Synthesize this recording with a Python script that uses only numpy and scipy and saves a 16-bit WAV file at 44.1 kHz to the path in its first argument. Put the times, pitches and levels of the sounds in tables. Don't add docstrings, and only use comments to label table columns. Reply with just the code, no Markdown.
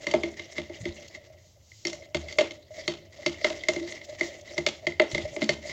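import sys
import numpy as np
from scipy import signal
from scipy.fft import rfft, irfft
from scipy.io import wavfile

SR = 44100
rng = np.random.default_rng(int(sys.argv[2]) if len(sys.argv) > 2 else 0)


def persist_wave(psi):
    counts = np.round(np.clip(psi, -1, 1) * 32767).astype(np.int16)
    wavfile.write(sys.argv[1], SR, np.atleast_2d(counts).T)


N = 252252
TIME = np.arange(N) / SR
# (frequency [Hz], level [dB])
SCRAPE_COLOUR = [(150, -2), (450, 1), (900, -9), (1500, -9.5), (2700, -3.5), (6800, -7.5), (7800, -18.5),
                 (9200, -53.5), (15000, -33.5)]


def from_db(db):
    return 10 ** (np.asarray(db) / 20)


def rms_one(x):
    return x / np.sqrt(np.mean(x ** 2) + 1e-20)


def at_hz(points, hz):
    knots, values = np.transpose(points)
    return np.interp(np.log(hz + 1e-9), np.log(knots), values)


def colour(x, spectrum):
    gain = from_db(at_hz(spectrum, np.fft.rfftfreq(len(x), 1 / SR)))
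    return irfft(rfft(x) * gain, len(x))


def filtered(x, order, hz, kind="low"):
    return signal.sosfilt(signal.butter(order, hz, kind, fs=SR, output="sos"), x)


def drift(rate):
    knots = rng.standard_normal(4096)
    return rms_one(np.interp(TIME * rate, np.arange(len(knots)), knots))


def resonate(x, modes):
    out = 0
    for hz, width, db in modes:
        b, a = signal.iirpeak(hz, hz / (2 * width), fs=SR)
        once = signal.lfilter(b, a, x)
        twice = signal.lfilter(b, a, once)
        out = out + from_db(db) * rms_one(twice)
    return out


def fade(t, t60, rise):
    return (1 - np.exp(-t / rise)) * from_db(-60 * t / t60)


def add(out, s, sound):
    start = max(round(s * SR), 0)
    out[start:start + len(sound)] += sound[:N - start]


def grains(per_s, spread_db, clump_db):
    sizes = from_db(spread_db * np.minimum(rng.exponential(1, N), 4.5)) * rng.choice([-1, 1], N)
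    happens = rng.random(N) < per_s / SR
    return rms_one(sizes * happens * from_db(clump_db * drift(70)))


def still_kitchen(floor_db=-58):
    # (frequency [Hz], level [dB])
    room_colour = [(55, -13), (90, 2), (150, -11), (220, -23.5), (600, -25.5), (1200, -36), (3000, -45.5),
                   (7000, -39.5), (9500, -51.5), (12000, -43.5), (15500, -42)]
    return from_db(floor_db) * rms_one(colour(rng.standard_normal(N), room_colour))


def kitchen_echo(x, t60=0.32, bass_t60=0.6, build_up=0.0023):
    t = TIME[:SR * 2 // 3]
    echoes = rng.standard_normal(len(t))
    bass = filtered(echoes, 2, 450)
    tail = (echoes - bass) * fade(t, t60, build_up) + bass * fade(t, bass_t60, build_up)
    return signal.fftconvolve(x, tail / np.sqrt(np.sum(tail ** 2)))[:N]


def thuds(cycles=13.0):
    # (time [s], level [dB], pitch [Hz])
    bumps = [(0.804, -31.5, 112), (0.825, -33, 169), (0.883, -29.5, 93), (5.13, -28, 131), (5.236, -33, 86),
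             (5.311, -38, 122)]
    out, t = np.zeros(N), TIME[:SR // 4]
    for s, db, hz in bumps:
        rumble = rms_one(filtered(rng.standard_normal(len(t)), 2, hz))
        bump = np.sin(2 * np.pi * hz * t) + rumble / 2
        add(out, s, from_db(db) * bump * fade(t, cycles / hz, .5 / hz))
    return out


def gulps_and_slaps(glide=0.42):
    # (time [s], starting pitch [Hz], level [dB], time to fade by 60 dB [s])
    hollow_tones = [(0.141, 240, -24.5, 0.12), (1.301, 620, -39.5, 0.08), (2.706, 608, -35, 0.14),
                    (2.778, 630, -36, 0.15), (3.812, 334, -27, 0.23), (4.091, 593, -29.5, 0.12),
                    (5.2524, 601, -21.5, 0.086), (5.419, 277, -25.5, 0.12), (5.43, 211, -19, 0.12)]
    out, t = np.zeros(N), TIME[:SR // 4]
    for s, hz, db, t60 in hollow_tones:
        tone = np.sin(2 * np.pi * hz * t * (1 + glide * t))
        add(out, s, from_db(db) * tone * fade(t, t60, 1 / hz))
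    return out


def swells(rows):
    return sum(from_db(db) * np.exp(-.5 * ((TIME - s) / length) ** 2) for s, db, length in rows)


def swishes(low_hz=5500):
    # (time of the peak [s], level [dB], spread of the bell around its peak [s])
    fizzes = [(0.765, -58, 0.0085), (1.083, -45.5, 0.0033), (1.47, -63.5, 0.061), (1.79, -57, 0.1),
              (2.77, -54, 0.032), (4.05, -47.5, 0.006), (4.26, -46.5, 0.024), (4.414, -50, 0.003)]
    hiss = colour(rng.standard_normal(N), SCRAPE_COLOUR)
    return swells(fizzes) * rms_one(filtered(hiss, 2, low_hz, "high"))


def push(start, length):
    attack, release = 302, 197.5
    swirl_db, swirl_fade = -4.5, 42
    before = np.maximum(start - TIME, 0)
    after = np.maximum(TIME - start - length, 0)
    return np.maximum(-release * after, swirl_db - swirl_fade * after) - attack * before


def stirring():
    # (start [s], length [s], grinding level [dB], rubbing level [dB])
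    strokes = [(0.0, 0.28, -49.5, -41), (0.39, 0.23, -51.5, -49), (0.707, 0.38, -51, -50),
               (1.17, 0.077, -62, -47), (1.883, 0.14, -55, -44), (2.217, 0.25, -51.5, -45.5),
               (2.768, 0.028, -47, -39), (3.13, 0.86, -53.5, -48), (3.431, 0.2, -45.5, -41),
               (3.749, 0.24, -48.5, -43.5), (4.052, 0.26, -54.5, -44), (4.195, 0.14, -49.5, -40.5),
               (4.503, 0.034, -48.5, -39), (4.752, 0.18, -57, -45), (5.121, 0.12, -45, -40),
               (5.324, 0.11, -52.5, -38.5), (5.671, 0.025, -45, -35.5)]
    levels = [push(start, length) + [[grind_db], [rub_db]] for start, length, grind_db, rub_db in strokes]
    return np.max(levels, axis=0)


def froth(low_hz, splash_db, high_hz=7200, splashes_per_s=40, count=6):
    edges, out = np.geomspace(low_hz, high_hz, count + 1), 0
    for band in zip(edges, edges[1:]):
        fizz = filtered(grains(per_s=1500, spread_db=1.0, clump_db=2.5), 2, band, "band")
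        splashes = from_db(splash_db * np.minimum(drift(splashes_per_s), 2))
        out = out + rms_one(fizz) * splashes
    return rms_one(out)


def wash(level_db=-5.5):
    grinding, _ = stirring()
    return from_db(level_db + grinding) * froth(low_hz=2630, splash_db=10)


def clink(s=1.87):
    # (pitch [Hz], level [dB], time to fade by 60 dB [s])
    steel_tones = [(5470, -18.5, 0.02), (5700, -22.5, 0.0098)]
    out, t = np.zeros(N), TIME[:SR // 4]
    for hz, db, t60 in steel_tones:
        add(out, s, from_db(db) * np.sin(2 * np.pi * hz * t) * fade(t, t60, 1 / hz))
    return out


def spice_ticks(per_s=60, range_db=13, t60=0.011):
    count = int(per_s * N / SR)
    swell, t = np.zeros(N), TIME[:SR // 20]
    for k, (when, size) in enumerate(rng.random((count, 2))):
        add(swell, (k + when) / per_s, from_db(range_db * size - 60 * t / t60))
    return swell * rng.standard_normal(N)


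def flutter(x, depth_s=0.00036, per_s=28):
    return np.interp(TIME + depth_s * drift(per_s), TIME, x)


def scrape(tick_share=0.27, catch_db=1.5):
    # (pitch [Hz], half the width of one filter pass [Hz], level [dB])
    rub_tones = [(352.4, 34, -18.5), (593.8, 32, -4.5), (631.7, 29, -11.5)]
    # (pitch [Hz], half width [Hz], level [dB])
    grind_tones = [(2055, 175, -3), (1940, 210, -14.5)]
    grinding, rubbing = stirring()
    salt = grains(per_s=2400, spread_db=2.0, clump_db=5.0)
    crunch = salt + tick_share * rms_one(spice_ticks())
    bite = rms_one(from_db(catch_db * np.clip(drift(19), -2, 2)))
    grind = rms_one(colour(crunch, SCRAPE_COLOUR)) + resonate(salt * bite, grind_tones)
    rub = flutter(resonate(grains(per_s=620, spread_db=2.5, clump_db=3.5), rub_tones))
    return from_db(grinding) * grind + from_db(rubbing) * rub


def knock(force_db, bright_db, spoon_db, base_db, wall_db, hollow_db,
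          detune=0.01, uneven_db=2.67, rise_cycles=3.45,
          snap_db=9.0, snap_t60=0.018, rattle_db=-10.0, rattle_t60=0.21,
          slop_db=-14.5, slop_t60=0.25, ragged_db=5.0, crunch_per_s=3500):
    part_hz = [160, 340, 610, 2080, 3500, 6000]
    # (pitch [Hz], level [dB], time to fade by 60 dB [s])
    knock_tones = [(76.8, -14.5, 0.49), (154.8, -2, 0.15), (218.7, -7, 0.21), (294, 4.5, 0.065),
                   (341.7, 6, 0.15), (405.5, 2.5, 0.068), (595.3, 7.5, 0.071), (645.6, -0.5, 0.065),
                   (872.6, -13.5, 0.056), (1854, -9.5, 0.037), (2080, 10.5, 0.023), (2167, 9, 0.0094),
                   (4480, -4, 0.042)]
    # (frequency [Hz], level [dB])
    crack_colour = [(150, -24), (400, 1), (1000, 0), (1600, -3.5), (3100, 2.5), (4500, 2), (6800, 6),
                    (7800, -7), (9300, -35.5), (12000, -31)]
    slop_band = [230, 843]
    medium_blow_db = -20
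    medium_crack_db, medium_edge_db, medium_clunk_db = -22, -33, -21
    growth = 1
    bright_edge_share = 0.41
    wall_bend, wall_settle_s = 0.041, 0.018

    t = TIME[:SR // 3]
    harder = force_db - medium_blow_db
    crack_db = medium_crack_db + growth * harder
    edge_db = medium_edge_db + growth * harder + bright_edge_share * bright_db
    part_db = [force_db + base_db, force_db + wall_db, force_db + hollow_db, force_db + spoon_db,
               crack_db, edge_db]
    strength = list(zip(part_hz, part_db))
    stretch = list(zip(part_hz, [0, wall_bend * from_db(harder), 0]))

    out = 0
    for k, (hz, db, t60) in enumerate(knock_tones):
        load, share = rng.standard_normal(2)
        pitch = hz * (1 + detune * load + at_hz(stretch, hz) * np.exp(-t / wall_settle_s))
        direction = (-1) ** k
        ring = direction * np.sin(2 * np.pi * np.cumsum(pitch) / SR) * fade(t, t60, rise_cycles / hz)
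        out = out + from_db(db + at_hz(strength, hz) + uneven_db * share) * ring

    clunk = (2 * part_hz[2], medium_clunk_db + harder + hollow_db / 2)

    def crack_sound(x):
        return colour(rms_one(colour(x, crack_colour)), [clunk] + strength[-2:])

    snap = crack_sound(rng.standard_normal(len(t)))
    slop = rms_one(filtered(rng.standard_normal(len(t)), 3, slop_band, "band"))
    slop_level = from_db(slop_db + force_db + (wall_db + hollow_db) / 2)
    out = out + slop_level * slop * fade(t, slop_t60, 2 / part_hz[1])
    chatter = rms_one(from_db(ragged_db * np.minimum(drift(160)[:len(t)], 2)))
    crunches = rng.standard_normal(len(t)) * (rng.random(len(t)) < crunch_per_s / SR)
    clatter = chatter * crack_sound(crunches)
    out = out + from_db(snap_db) * snap * fade(t, snap_t60, 0.0013)
    return out + from_db(rattle_db) * clatter * fade(t, rattle_t60, 0.0026)


def knocks():
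    # (time [s], force [dB], wall [dB], spoon [dB], base [dB],
    # hollow [dB], brightness [dB])
    blows = [(0.068, -22.5, -10.5, -2.5, -7, -4, 0), (0.1379, -21.5, 0, 1.5, -4, 10, -8),
             (0.2338, -21.5, -2.5, -1.5, -11, -10, -14.5), (0.3942, -28, -12, -2, -22, -16, -15),
             (0.5809, -23, -13, -4.5, -6.5, -8.5, -10), (0.696, -46, 10, 4, -20, 7.5, -6),
             (0.8538, -27, 0, 0.5, 1, -9, -9), (1.8508, -20, -10, -5, -12, -22, 1),
             (1.8686, -26.5, -26, -4, -13, -13.5, 15), (1.93, -33, -17, 3, -10, -4, 28),
             (2.146, -18, -11, -1.5, -3, -6.5, -2), (2.3851, -12, -17, -4, -20.5, -1, -6.5),
             (2.4078, -22, -6.5, -5.5, -29, 9.5, -10), (2.8776, -14.5, -15, -10.5, -14.5, -13.5, -6),
             (3.2616, -15, -13, -2.5, -15, -10.5, 3), (3.4443, -15, -14.5, -3.5, -29, -1.5, -5.5),
             (3.5008, -27.5, -7, -12, -9, 1.5, -4), (3.685, -14, -14, 1, -15.5, -7.5, 8.5),
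             (3.7616, -28.5, 0, -5, -4, -6, -11), (4.2093, -24.5, -3, 3.5, -9.5, -3.5, 5),
             (4.5791, -21, -9, -3, -2.5, -6, 3.5), (4.6641, -10.5, -22.5, -4.5, -21, -11.5, -2),
             (4.868, -22, -8.5, 5.5, -2.5, -5, 0.5), (4.997, -12.5, -7, -1.5, -22.5, 2, -23),
             (5.0178, -27.5, -15.5, 5, -23, 4.5, 3), (5.147, -19, -13.5, -4, -1, -10.5, -11),
             (5.1788, -24, -10, 0, -17, -6, 0), (5.3635, -30.5, -2, 1.5, -6, 0, -2),
             (5.418, -23, -3, -3.5, -5, -4, -8), (5.491, -14.5, -13.5, 0.5, -6.5, -6, 7)]
    # (time [s], force [dB], brightness [dB])
    grazes = [(0.112, -25.5, 8.5), (1.1479, -37.5, -7), (1.717, -52, -22.5), (2.022, -54, -16),
              (2.2842, -34, 0), (2.325, -33, 15), (2.5081, -31.5, 1.5), (3.6358, -31.5, -4),
              (3.8891, -40, -6), (3.9222, -30, -5), (4.014, -40, -18.5), (4.195, -34.5, 22),
              (4.9208, -39, -14), (5.1141, -30.5, 8), (5.426, -24, 0), (5.4416, -31, 22),
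              (5.695, -33.5, -17)]
    body_db, graze_spoon_db = -17.5, -4
    out = np.zeros(N)
    for s, force_db, wall_db, spoon_db, base_db, hollow_db, bright_db in blows:
        add(out, s, knock(force_db, bright_db, spoon_db, base_db, wall_db, hollow_db))
    for s, force_db, bright_db in grazes:
        spoon_db = graze_spoon_db - bright_db / 2
        add(out, s, knock(force_db, bright_db, spoon_db, body_db, body_db, body_db))
    return out


def scene(room_db=-12.0):
    tub = knocks() + clink() + scrape() + wash() + swishes() + gulps_and_slaps()
    echo = from_db(room_db) * kitchen_echo(tub)
    return (tub + echo + thuds() + still_kitchen())[None]


def record(dry, bass_cut_hz=38, cutoff_hz=15900):
    thin = filtered(dry, 2, bass_cut_hz, "high")
    return signal.sosfilt(signal.ellip(10, .1, 80, cutoff_hz, fs=SR, output="sos"), thin)


dry = scene()
out = record(dry)
persist_wave(out)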